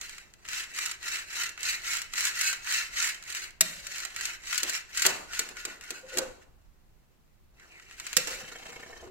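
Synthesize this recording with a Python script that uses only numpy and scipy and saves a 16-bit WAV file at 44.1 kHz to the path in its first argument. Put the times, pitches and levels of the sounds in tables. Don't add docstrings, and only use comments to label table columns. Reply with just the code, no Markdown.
import sys
import numpy as np
from scipy import signal
from scipy.fft import rfft, irfft, next_fast_len
from scipy.io import wavfile

SR = 44100
rng = np.random.default_rng(int(sys.argv[2]) if len(sys.argv) > 2 else 0)


def wav_out(sig):
    wavfile.write(sys.argv[1], SR, np.round(np.clip(np.atleast_2d(sig).T, -1, 1) * 32767).astype(np.int16))


def decibels_to_gain(level_db):
    exponent = np.asarray(level_db, float) / 20
    return 10 ** exponent


N = 401310


# (middle [s], length [s], rasp at full speed [dB], treble over rasp [dB])
STROKES = [(0.1, 0.39, -48.5, -8), (0.561, 0.27, -37.5, 1.5), (0.821, 0.29, -35.5, -2),
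           (1.125, 0.26, -34, -4.5), (1.394, 0.25, -32, -3.5), (1.686, 0.24, -33.5, 0.5),
           (1.924, 0.3, -35.5, 1.5), (2.227, 0.28, -37, 7.5), (2.443, 0.34, -35.5, 6.5),
           (2.749, 0.27, -30.5, -4.5), (3.031, 0.3, -34, 3.5), (3.364, 0.31, -38.5, -1),
           (3.974, 0.34, -40, -0.5), (4.24, 0.27, -35.5, -6.5), (4.543, 0.33, -40.5, 6),
           (4.72, 0.2, -33.5, -2), (5.026, 0.28, -32.5, 2), (5.37, 0.21, -38.5, -2),
           (5.589, 0.085, -40, -21), (5.686, 0.19, -43, -26), (5.857, 0.12, -44, -26),
           (5.942, 0.15, -45, -31), (6.156, 0.19, -41.5, -2.5), (6.423, 0.032, -54, -23)]
TURN_DROP_DB, TURN_SHARPNESS = 19, 3.18
BITE_PER_DB, FIZZ_DB, FIZZ_PER_BITE = 2.66, -10, 1
STROKE_SHAKE_DB, SHAKE_PER_DB, STROKE_REGION_HZ = -56, 0.64, 896

# (time [s], rattle [dB], shake [dB], region shaken [Hz], fade [dB per s])
JOLTS = [(0.0, -50, -57.5, 494, 167), (3.608, -42.5, -57.5, 650, 60), (4.629, -57, -41.5, 405, 200),
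         (5.051, -41.5, -31.5, 840, 103.5), (5.392, -45.5, -43.5, 387, 116), (5.651, -62, -48, 380, 94),
         (5.907, -61.5, -54.5, 370, 42), (6.172, -49, -37, 460, 125), (8.167, -40.5, -50.5, 520, 111),
         (8.269, -42, -43.5, 470, 78)]
JOLT_BITE_DB, JOLT_RISE_S, JOLT_FIZZ_DB = 2, 0.0086, 5

# (time [s], rasp [dB], treble over rasp [dB], shake [dB], region shaken [Hz])
CREEP = [(0, -68, -1, -67.5, 450), (6.3, -90, -10.5, -65.5, 414.7), (6.62, -77.5, -8, -74, 289.7),
         (7.5, -79, -9, -78.5, 303), (7.6, -59.5, -32.5, -63, 445), (7.8, -55, -21, -62.5, 480),
         (7.84, -59, -17, -67, 398), (8.08, -40, -8.5, -60, 596), (8.3, -58, 3.5, -75, 500),
         (8.5, -47.5, -29, -58, 400), (8.7, -46, -12, -51, 643), (8.87, -57, 0.5, -55, 504),
         (8.96, -66.5, 11, -55.5, 600), (9.07, -68, 7.5, -51.5, 360), (9.1, -73, 1, -70, 356)]
TICKS_PER_S, TICK_DB = 60, 10.0
SOFT_TOP = 13

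# (frequency [Hz], level [dB per Hz])
SHEET = [(290, -46.5), (500, -36.5), (1070, -16.5), (1410, 1.5), (1890, 0), (2460, -1), (2690, 1.5),
         (3500, -9), (3930, -2.5), (5430, -4.5), (7490, -1.5), (8930, -13.5), (14700, -17), (16500, -27.5)]
# (frequency [Hz], fall by 60 dB [s])
SHEET_T60 = [(700, 0.12), (2000, 0.16), (6000, 0.07), (14000, 0.13)]
# (frequency [Hz], width [Hz], level [dB])
SHEET_MODES = [(1930, 54, 0), (2610, 100, -1), (4140, 110, -5), (5250, 27, -5), (6800, 260, -4)]
# (frequency [Hz], likeness [0-1])
SHEET_ALIKE = [(700, 0.23), (2000, 0.79), (6000, 0.61), (12000, 0.1)]

# (time [s], pitch [Hz])
WAVER = [(0.4, 1890), (1.07, 1933), (1.28, 1750), (1.35, 2180), (1.56, 1623), (1.63, 2113), (1.8, 1770),
         (1.87, 2155), (2.19, 2060), (2.31, 1764), (2.5, 2080), (2.67, 1744), (2.78, 2287), (3.25, 1733),
         (3.29, 2310), (3.53, 1710), (3.55, 2090), (3.73, 2340), (3.82, 1860), (4.01, 2150), (4.04, 1770),
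         (4.33, 2147), (4.9, 1740), (4.96, 2340), (5.09, 1815), (5.2, 1850)]
WAVER_DB, WAVER_WIDTH_HZ = -11.5, 230
# (start [s], length [s], from [Hz], to [Hz], level [dB])
SLIDES = [(7.58, .09, 2145, 1337, -57.5), (7.696, 0.12, 2770, 1710, -53.5), (7.854, 0.059, 2720, 2400, -58),
          (7.923, 0.063, 2290, 1910, -59)]
SLIDE_WIDTH_HZ = 530
BENT_S, UNBENT_S, BENT_HZ, BENT_DB = 4.9, 6.5, 1450, -10

# (time [s], peak [dB], middle over peak [dB], boom over peak [dB], pan [dB])
KNOCKS = [(0.013, -24.5, -16, -43, -3), (0.0948, -31, -4, -41, -5), (0.182, -32, -3, -40, 0),
          (0.3377, -38.5, -9, -32, 1), (0.452, -39.5, 4, -12, 3), (0.487, -24.5, -6.5, -43, 4),
          (0.5328, -25, -2, -34, 2), (0.7872, -20, -3, -41, 1), (0.8602, -17.5, -12, -49, -1),
          (0.914, -20, -11, -24, -1), (1.029, -31, -1, -31, 1), (1.0817, -24, -22, -38, -5),
          (1.3663, -32, 2, -37, 4.5), (1.4351, -19.5, -8, -36, -5), (1.4928, -26.5, -22, -15, -9),
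          (1.5769, -35, 4.5, -10, -1), (1.6315, -25, -30, -27, -20), (1.837, -35.5, -8, -37, 9),
          (1.97, -22, -10, -27, -10), (2.136, -22, -6, -27, -1.5), (2.1795, -22, -4, -25, 2),
          (2.4618, -19, -17.5, -40, 0), (2.476, -25, -22, -38, 1), (2.529, -19.5, -6, -20, 2),
          (2.673, -29.5, 6.5, -29, -2), (2.708, -22, -5, -40, 3), (2.7242, -16, -8, -41, -3),
          (3.0258, -14.5, -13.5, -37, -1), (3.2257, -34, -7, -22, -5), (3.302, -26.5, -15, -35.5, -9),
          (3.3496, -22.5, -8.5, -40.5, 4.5), (3.609, -1, -18, -19.5, 2.5), (3.8686, -22.5, -12, -44, 3),
          (3.959, -33, -5, -33, 0), (4.0028, -25.5, -7, -40, 5), (4.0508, -21.5, -10, -21, -8),
          (4.163, -23, -5, -29, -4), (4.2103, -21.5, -6, -41, -3), (4.2541, -16, -13.5, -40, 0),
          (4.471, -40, 1, -32, 11), (4.5284, -20, -1.5, -49, 7), (4.5788, -13, -18, -31, 7.5),
          (4.632, -11.5, -15.5, -28, 0.5), (4.6962, -17, -16, -23, 2.5), (4.7509, -23.5, -2.5, -34, 6.5),
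          (4.7771, -29, -7, -30, 5.5), (4.951, -34.5, -9, -37, 0), (4.974, -15.5, -13.5, -42.5, 5),
          (5.0211, -10, -16.5, -27.5, 3), (5.052, -14.5, 3, -9, -1), (5.0641, -3.5, -21.5, -38.5, 1),
          (5.334, -28, 0.5, -16, 5.5), (5.393, -10.5, -15, -18.5, 1.5), (5.4894, -29.5, -6.5, -36, 2),
          (5.569, -34, 0, -28, 7), (5.652, -18, -11, -18, -1), (5.8107, -34, -2.5, -24, 2),
          (5.9061, -19.5, -11, -15, 0), (6.1728, -16.5, -8, -10, 4), (6.1843, -11, -18.5, -27, -2),
          (7.598, -46, 0, -25, -2), (7.798, -44, 3.5, -27, 4.5), (7.9113, -39, 2.5, -13, 2),
          (7.999, -25.5, -6, -35, 1), (8.0669, -23.5, -7.5, -40, 4), (8.13, -22, -5, -22, 3),
          (8.168, -3.5, -14, -18, -8), (8.2727, -21, -6, -5, -5)]
# (time [s], peak [dB], pan [dB])
MORE_KNOCKS = [(0.7489, -36, 0.5), (0.8837, -29, 6), (1.0578, -32, -2), (1.1215, -35, -2),
               (1.169, -33, -3), (1.4428, -26, 0), (1.4622, -36, -2), (1.607, -30, 0), (1.6677, -27, -2),
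               (1.9334, -21, 0), (1.9529, -34, 3), (1.9939, -39, 2), (2.0181, -21, -1), (2.1567, -27.5, 2),
               (2.2076, -14.5, 0), (2.2524, -12.5, 1), (2.3566, -29, -1.0), (2.412, -13, 1),
               (2.4357, -20, -4), (2.6462, -32.5, -8), (2.933, -43, -3), (2.739, -20, 0), (2.7643, -23, 0),
               (2.791, -23, 4), (3.001, -37, 0), (3.055, -22, -2), (3.073, -23, -9), (3.0897, -24, -9),
               (3.146, -30, -2), (3.238, -36, 9), (3.2717, -49, -1.5), (3.325, -27, -8), (3.507, -38, -2),
               (3.9828, -24, -3), (4.087, -43, 0), (4.512, -33, -3), (4.5455, -19, 0), (4.603, -24, 0),
               (4.735, -22, 0), (5.0318, -28, 0), (5.0572, -14, 2.5), (5.6132, -38, 0), (5.8382, -38.5, 3),
               (5.844, -40, 0), (6.426, -53, 0), (7.926, -45, 2), (8.0053, -47, 0), (8.0741, -36, 0)]
MORE_MID_DB, MORE_BOOM_DB = -12.5, -39.5
BOUNCE_LOSS_DB, GRAZE_LOSS_DB = 2, 12
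SNAP_HZ, SNAP_T60_S, SNAP_DB = 7630, 0.0069, -6

# (time [s], peak [dB], resonance woken most [Hz], low body over peak [dB])
SWINGS = [(8.4075, -42, 1760, -8.5), (8.443, -39, 1820, -19), (8.4801, -42, 2160, -24),
          (8.518, -35, 1363, -18), (8.553, -37.5, 1740, -19), (8.5929, -49, 2200, -4),
          (8.6232, -42, 2210, -12), (8.657, -37, 1750, -17), (8.6908, -49.5, 1750, -4.5),
          (8.726, -48, 1780, -9), (8.7591, -40.5, 1860, -9), (8.795, -51, 1730, 0),
          (8.8273, -44, 1720, -17), (8.8609, -43, 1650, -11), (8.8944, -56, 1400, 4.5),
          (8.9252, -45, 1740, -8), (8.9587, -47, 1735, -14), (8.9937, -48, 1740, -12),
          (9.026, -51, 1450, 1), (9.0606, -68, 1740, 4)]
# (frequency [Hz], level [dB], fall by 60 dB [s])
ROCK_MODES = [(1430, -17, 0.043), (1685, -15, 0.074), (1795, -2.5, 0.032), (2180, -3, 0.041),
              (2690, -4, .05), (3110, 5.5, 0.051)]
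# (frequency [Hz], level [dB], fall by 60 dB [s])
ROCK_BODY = [(480, -4.5, 0.18), (685, -7.5, 0.095), (777, 0, 0.073), (1000, -5.5, 0.054),
             (1230, -19, 0.049)]
ROCK_S, ROCK_HZ, ROCK_DB = 8.486, 28.8, 3.5
LEAN_S = 0.018

# (frequency [Hz], level [dB], fall by 60 dB [s])
PLATE = [(250, -8, .12), (335, -2, .15), (376, -4, .1), (462, -8, .12), (570, -12, .2), (650, -8, .12),
         (754, -5, .2), (890, -4, .25), (955, -6, .25), (1100, -3, .2), (1217, 0, .22), (1427, -5, .2)]
# (loudest [s], level [dB], rise [s], fade [dB per s])
GROAN, GROAN_HZ = [(6.046, -52, 0.029, 220), (6.155, -42, 0.074, 300), (6.205, -41, 0.066, 200),
                   (6.275, -57, 0.04, 250), (8.174, -37, 0.012, 260), (8.325, -47, 0.11, 121)], 516
# (loudest [s], level [dB], rise [s], fade [dB per s])
DEEP, DEEP_HZ = [(3.616, -45.5, .008, 92.4), (5.056, -48, 0.0037, 171), (8.174, -41.5, 0.0052, 350),
                 (8.436, -48, 0.03, 600)], 172.5
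# (loudest [s], level [dB], rise [s], fade [dB per s])
BOOM, BOOM_HZ = [(4.632, -51, 0.014, 300), (5.056, -34.5, 0.008, 300), (5.396, -59, .006, 97.7),
                 (5.656, -53, 0.0099, 251.3), (5.911, -47.5, 0.012, 300), (6.172, -38.5, 0.025, 330),
                 (8.882, -58, 0.027, 400), (9.078, -50, 0.11, 99)], 370
ROLL_HUM_DB = -9.5
# (loudest [s], level [dB], rise [s], fade [dB per s])
CHIME, CHIME_HZ = [(3.63, -61.5, 0.017, 197.5), (3.715, -58, .05, 61.1)], 567
# (loudest [s], level [dB], rise [s], fade [dB per s])
HIGH_RING, HIGH_RING_HZ = [(6.19, -44, 0.022, 200)], 1520

LEFT_LAG = 4
ROOM_T60_S, ROOM_DB, WALL_HZ = 0.49, -12, 4974
# (frequency [Hz], level [dB per Hz])
HUSH, HUSH_DB = [(15, -30), (25, 0), (48, -17), (78, -11), (105, -24), (208, -26), (266, -32.5),
                 (1150, -41.5), (9850, -52.5), (15200, -48.5), (16500, -57)], -68.5
# (time [s], level [dB])
RUMBLE = [(0.0, -60.5), (1.9, -61), (2.7, -61.5), (3.8, -60.5), (4.9, -61), (5.1, -54), (5.4, -58.5),
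          (6.1, -61), (6.33, -54.5), (6.66, -61.5), (7.86, -61.5), (8.03, -60), (8.36, -52), (8.62, -62.5),
          (9.1, -58)]
RUMBLE_SHARED = 0.7
TOP_HZ = 16700


def rms_one(x):
    return x / np.sqrt(np.mean(x ** 2) + 1e-20)


def in_time(rows):
    s, *columns = np.transpose(rows)
    return [np.interp(np.arange(N) / SR, s, c) for c in columns]


def at_hz(points, hz):
    table_hz, value = np.array(points).T
    return np.interp(np.log(hz + 1), np.log(table_hz), value)


def butter(x, hz, kind, order=2):
    return signal.sosfilt(signal.butter(order, hz, kind, fs=SR, output="sos"), x)


def through(x, response):
    return signal.fftconvolve(np.atleast_2d(x), response, axes=-1)[:, :N]


def resonate(drive, hz, t60):
    r, w = decibels_to_gain(-60 / (t60 * SR)), 2 * np.pi * hz / SR
    return signal.lfilter([0, np.sin(w)], [1, -2 * r * np.cos(w), r * r], drive + 1e-18)


def drift(rate):
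    r = np.exp(-80 * np.pi * rate / SR)
    slow = signal.lfilter([1], [1, -2 * r, r * r], rng.standard_normal(N // 40 + 2002))[2000:]
    return np.interp(np.arange(N) / 40, np.arange(len(slow)), rms_one(slow))


def rise_fade(s, rise_s, fade_db_s):
    t = np.arange(N) / SR - s
    return np.clip(t / rise_s + 1, 0, 1) ** 2 * decibels_to_gain(-fade_db_s * np.maximum(t, 0))


def motion():
    t, total = np.arange(N) / SR, np.full((5, N), 1e-18)

    def add(span, rasp_gain, bite_db, shake, region_hz, sharp_db=0):
        fizz_db = sharp_db + FIZZ_DB + FIZZ_PER_BITE * bite_db
        parts = (rasp_gain, rasp_gain * decibels_to_gain(bite_db), rasp_gain * decibels_to_gain(fizz_db),
                 shake, shake * np.sqrt(region_hz))
        for row, part in zip(total, parts):
            row[span] += part ** 2

    for middle, length, db, bite_db in STROKES:
        span = np.abs(t - middle) < length
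        drop_db = -TURN_DROP_DB * np.abs(2 * (t[span] - middle) / length) ** TURN_SHARPNESS
        shake_db = STROKE_SHAKE_DB + SHAKE_PER_DB * (db + 31.5 + drop_db)
        add(span, decibels_to_gain(db + drop_db), bite_db + BITE_PER_DB * drop_db, decibels_to_gain(shake_db), STROKE_REGION_HZ)
    for s, db, shake_db, region_hz, fade in JOLTS:
        dying = rise_fade(s + JOLT_RISE_S, JOLT_RISE_S, fade)
        add(slice(N), decibels_to_gain(db) * dying, JOLT_BITE_DB, decibels_to_gain(shake_db) * dying, region_hz, JOLT_FIZZ_DB)
    db, bite_db, shake_db, region_hz = in_time(CREEP)
    add(slice(N), decibels_to_gain(db), bite_db, decibels_to_gain(shake_db), region_hz)
    low, hard, fine, shake = 10 * np.log10(total[:4])
    return low, hard - low, fine - low, shake, total[4] / total[3]


def grit(per_s=2600., spread_db=2.0):
    born = rng.random(N) < per_s * decibels_to_gain(4.0 * drift(40)) / SR
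    fine = born * decibels_to_gain(spread_db * np.minimum(rng.exponential(1, N), 4.2))
    ticks = (rng.random(N) < TICKS_PER_S / SR) * decibels_to_gain(TICK_DB + rng.normal(0, 2.5, N))
    return rms_one((fine + ticks) * rng.choice([-1, 1], N))


def rocking():
    t = np.arange(N) / SR - ROCK_S
    swing = np.cos(2 * np.pi * ROCK_HZ * t + .25 * drift(6))
    return decibels_to_gain(ROCK_DB * swing * np.clip(t / .1 + 1, 0, 1))


def modes(hz, db, t60, alike, length_s, together=.5):
    t = np.arange(int(length_s * SR)) / SR
    turn = rng.normal(0, 1, (2, len(hz), 1)) * (1 - np.clip(alike, 0, 1)) * np.pi
    sign = np.where(rng.random((len(hz), 1)) < together, 1, -1)
    shape = sign * decibels_to_gain(db)[:, None] * decibels_to_gain(-60 * t / t60[:, None])
    ring = np.array([np.sum(shape * np.cos(2 * np.pi * hz[:, None] * t + side), axis=0) for side in turn])
    return ring / np.sqrt(np.sum(ring ** 2) / 2)


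def sheet_ring(stand_out_db=-1.5, damping=1.0, together=.5):
    strong = np.array(SHEET_MODES)
    dense = np.linspace(520, 16500, 300) + rng.uniform(-50, 50, 300)
    hz = np.r_[dense, strong[:, 0]]
    t60 = np.r_[at_hz(SHEET_T60, dense), 2.2 / strong[:, 1]] / damping
    db = at_hz(SHEET, hz) - 10 * np.log10(t60) + rng.normal(0, 4, len(hz))
    db[len(dense):] += stand_out_db
    ring = modes(hz, db, t60, at_hz(SHEET_ALIKE, hz)[:, None], length_s=0.05, together=together)
    return butter(ring, 800, "high", order=4)


def rasp(rasp_db, bite_db, fizz_db, spots=9):
    contacts = grit() * decibels_to_gain(0.51 * drift(10))
    share = np.array([decibels_to_gain(14.0 * drift(18)) for k in range(spots)])
    share /= np.sqrt(np.sum(share ** 2, axis=0))
    spot, swell = rng.integers(0, spots, N), rocking()
    soft = butter(np.clip(contacts, -SOFT_TOP, SOFT_TOP), 3400, "low", order=4)
    hard = butter(contacts, [3400, 8600], "band", order=4) * decibels_to_gain(bite_db + 1.0 * drift(17))
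    fine = butter(contacts, 10000, "high", order=4) * decibels_to_gain(fizz_db + 5.5 + 0.83 * drift(56))
    push = decibels_to_gain(rasp_db + 14.0) * (swell * soft + np.sqrt(swell) * (hard + fine))
    return sum(through(push * share[k] * (spot == k), sheet_ring(damping=1.38)) for k in range(spots))


def gliding(hz, width_hz, ports_rad=.8):
    phase = 2 * np.pi * np.cumsum(hz) / SR + np.array([[0], [ports_rad]])
    even, odd = (butter(grit(), width_hz / 2, "low") for k in range(2))
    return rms_one(even * np.cos(phase) + odd * np.sin(phase))


def wavering_ring(rasp_db):
    t = np.arange(N) / SR
    hz, gain = np.zeros(N), np.zeros(N)
    for s, length, from_hz, to_hz, db in SLIDES:
        way = np.clip((t - s) / length, 0, 1)
        hz = np.where(t >= s, from_hz + (to_hz - from_hz) * way, hz)
        gain = np.where(t >= s, decibels_to_gain(db) * np.sqrt(np.sin(np.pi * way) + 1e-12), gain)
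    rolling_gain = decibels_to_gain(rasp_db + WAVER_DB) * (t < UNBENT_S)
    rolling = rolling_gain * gliding(in_time(WAVER)[0], WAVER_WIDTH_HZ)
    return rolling + gain * gliding(hz, SLIDE_WIDTH_HZ)


def contacts_table():
    return np.array(KNOCKS + [(s, db, MORE_MID_DB, MORE_BOOM_DB, pan) for s, db, pan in MORE_KNOCKS])


def blows(level_db, fade_db_s, bounce_s=.002, count=5):
    s, peak_db, pan = contacts_table()[:, [0, 1, 4]].T
    luck, train = rng.random((len(s), 2 * count)), np.zeros((2, N + SR))
    late = np.c_[0 * s, np.cumsum(bounce_s * (.2 + luck[:, 1:count]), axis=1)]
    late[:, 1] *= -1
    fade = fade_db_s * decibels_to_gain(-.5 * (peak_db + 18.5))[:, None]
    weaker_db = (BOUNCE_LOSS_DB + 8 * luck[:, count:]) * (late != 0) + GRAZE_LOSS_DB * (late < 0)
    size = decibels_to_gain(level_db[:, None] - fade * np.abs(late) - weaker_db)
    place = np.round((s[:, None] + late) * SR).astype(int)
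    for side, sign in enumerate((1, -1)):
        np.add.at(train[side], place, size * decibels_to_gain(sign * pan / 2)[:, None])
    return train[:, :N]


def knocks(gain_db=13.0, crack_db=-18.5, crack_per_db=0.48, click_db=7.5, spots=4):
    s, peak_db, mid_db = contacts_table().T[:3]
    spot, ring = rng.integers(0, spots, len(s)), 0
    for k in range(spots):
        level_db = np.where(spot == k, peak_db, -200)
        dull = butter(blows(level_db + mid_db + 6.0, 810), 3100, "low", order=4)
        sharp = butter(blows(level_db, 1000), 3400, "high", order=4)
        ring = ring + through(dull + sharp, sheet_ring(damping=3.6, together=.8))
    t = np.arange(round(.016 * SR)) / SR
    splinter = butter(rng.standard_normal((1, len(t))) * decibels_to_gain(-60 * t / .014), [8500, 16500], "band")
    crack = through(blows(peak_db + crack_db + crack_per_db * (peak_db + 20), 1200), splinter)
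    ping = resonate(blows(peak_db + SNAP_DB, 1500), SNAP_HZ, SNAP_T60_S)
    click = butter(blows(peak_db + click_db, 1500), [1600, 8500], "band")
    return decibels_to_gain(gain_db) * ring + crack + ping + click


def swings(gain_db=-19.0, low_db=-21.0, narrow_db=22.0):
    s, peak_db, woken_hz, body_db = np.transpose(SWINGS)
    size = round(LEAN_S * SR)
    scuff = rng.standard_normal((len(s), size)) * np.hanning(size)
    place = np.round(s * SR).astype(int)[:, None] + np.arange(size) - size // 4
    all_modes = ROCK_MODES + ROCK_BODY
    luck, out = rng.normal(0, 2, (len(s), len(all_modes))), 0
    for k, (hz, db, t60) in enumerate(all_modes):
        if k < len(ROCK_MODES):
            near_db = gain_db - narrow_db * np.abs(np.log2(hz / woken_hz))
        else:
            near_db = low_db + body_db
        drive = np.zeros(N + SR)
        drive[place] += scuff * decibels_to_gain(peak_db + db + near_db + luck[:, k])[:, None]
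        out = out + resonate(drive, hz, t60)
    return out[:N]


def plate(shake_db, region_hz, gain_db=-12.5, narrow_db=19.5):
    s, peak_db, mid_db, boom_db, pan = contacts_table().T
    boom_hz = region_hz[np.round((s + .04) * SR).astype(int)]
    shake = decibels_to_gain(shake_db + 2.0 * drift(26.0)) * rocking() * rng.standard_normal((3, N))
    out = decibels_to_gain(3.0) * butter(shake[0], [150, 520], "band") * np.ones((2, 1))
    out += decibels_to_gain(9.5) * butter(shake[1:], [520, 1300], "band")
    out += butter(blows(peak_db + boom_db + 4.5, 500), [120, 1300], "band")
    for hz, db, t60 in PLATE:
        struck_db = db - narrow_db * np.abs(np.log2(hz / boom_hz)) + rng.normal(0, 4, len(s))
        drive = blows(peak_db + boom_db + struck_db + gain_db, 330)
        drive += shake[0] * decibels_to_gain(db - 33.5 - narrow_db * np.abs(np.log2(hz / region_hz)))
        drive[1] *= rng.choice([-1, 1]) if hz > 600 else 1
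        out += resonate(drive, hz, t60)
    return out


def singing(events, hz, width_hz, hum=0, steady=0.39):
    band = [hz - width_hz / 2, hz + width_hz / 2]
    noise = rms_one(butter(rng.standard_normal(N), band, "band", order=1))
    phase = 2 * np.pi * np.cumsum(hz + width_hz / 4 * drift(7.4)) / SR
    tone = rms_one(noise + steady * np.sin(phase))
    return hum * noise + tone * sum(decibels_to_gain(db) * rise_fade(s, rise_s, fade) for s, db, rise_s, fade in events)


def room(x):
    t = np.arange(int(.5 * SR)) / SR
    tail = rng.standard_normal((2, len(t))) * decibels_to_gain(-60 * t / ROOM_T60_S) * np.clip(t / 0.0013, 0, 1)
    tail = butter(tail, WALL_HZ, "low", order=1)
    return decibels_to_gain(ROOM_DB) * through(x.mean(axis=0), tail / np.sqrt(np.sum(tail ** 2) / 2))


def hush():
    size = next_fast_len(N)
    hz = np.arange(size // 2 + 1) * SR / size
    colour = decibels_to_gain(at_hz(HUSH, hz)) * (hz > 110)
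    return decibels_to_gain(HUSH_DB) * rms_one(irfft(rfft(rng.standard_normal((2, size))) * colour, size)[:, :N])


def rumble():
    lumps = decibels_to_gain(1.2 * drift(1.8) + np.array([2.2 * drift(6), 2.2 * drift(6)]))
    white = rng.standard_normal((3, N))
    low = butter(white[:2] + RUMBLE_SHARED * white[2], 25, "low", order=1)
    low = butter(low, [14, 110], "band")
    return decibels_to_gain(in_time(RUMBLE)[0] - 0.5) * rms_one(low * lumps) * decibels_to_gain([[-1.2], [1.2]])


def scene():
    rasp_db, bite_db, fizz_db, shake_db, region_hz = motion()
    near = rasp(rasp_db, bite_db, fizz_db) + wavering_ring(rasp_db)
    near += knocks() + swings() + plate(shake_db, region_hz)
    boom_hum = decibels_to_gain(np.minimum(shake_db, -58) + ROLL_HUM_DB)
    near += singing(GROAN, GROAN_HZ, width_hz=26.5, steady=0.93)
    near += singing(BOOM, BOOM_HZ, width_hz=42, hum=boom_hum)
    near += singing(DEEP, DEEP_HZ, width_hz=12)
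    near += singing(CHIME, CHIME_HZ, width_hz=20)
    near += singing(HIGH_RING, HIGH_RING_HZ, width_hz=41)
    bent_times = [BENT_S, BENT_S + 0.27, UNBENT_S, UNBENT_S + .3]
    bent = np.interp(np.arange(N) / SR, bent_times, [0, 1, 1, 0])
    near += singing([], BENT_HZ, width_hz=40, hum=bent * decibels_to_gain(rasp_db + BENT_DB))
    near[0] = np.r_[np.zeros(LEFT_LAG), near[0, :-LEFT_LAG]]
    return near + room(near) + hush() + rumble()


def band_limit(x):
    return signal.sosfilt(signal.butter(12, 16980, fs=SR, output="sos"), x)


def record(dry):
    top = .88
    rounded = top * np.tanh(dry / top)
    cut = signal.sosfilt(signal.cheby2(14, 50, TOP_HZ, fs=SR, output="sos"), rounded)
    return band_limit(cut)


dry = scene()
out = record(dry)
wav_out(out)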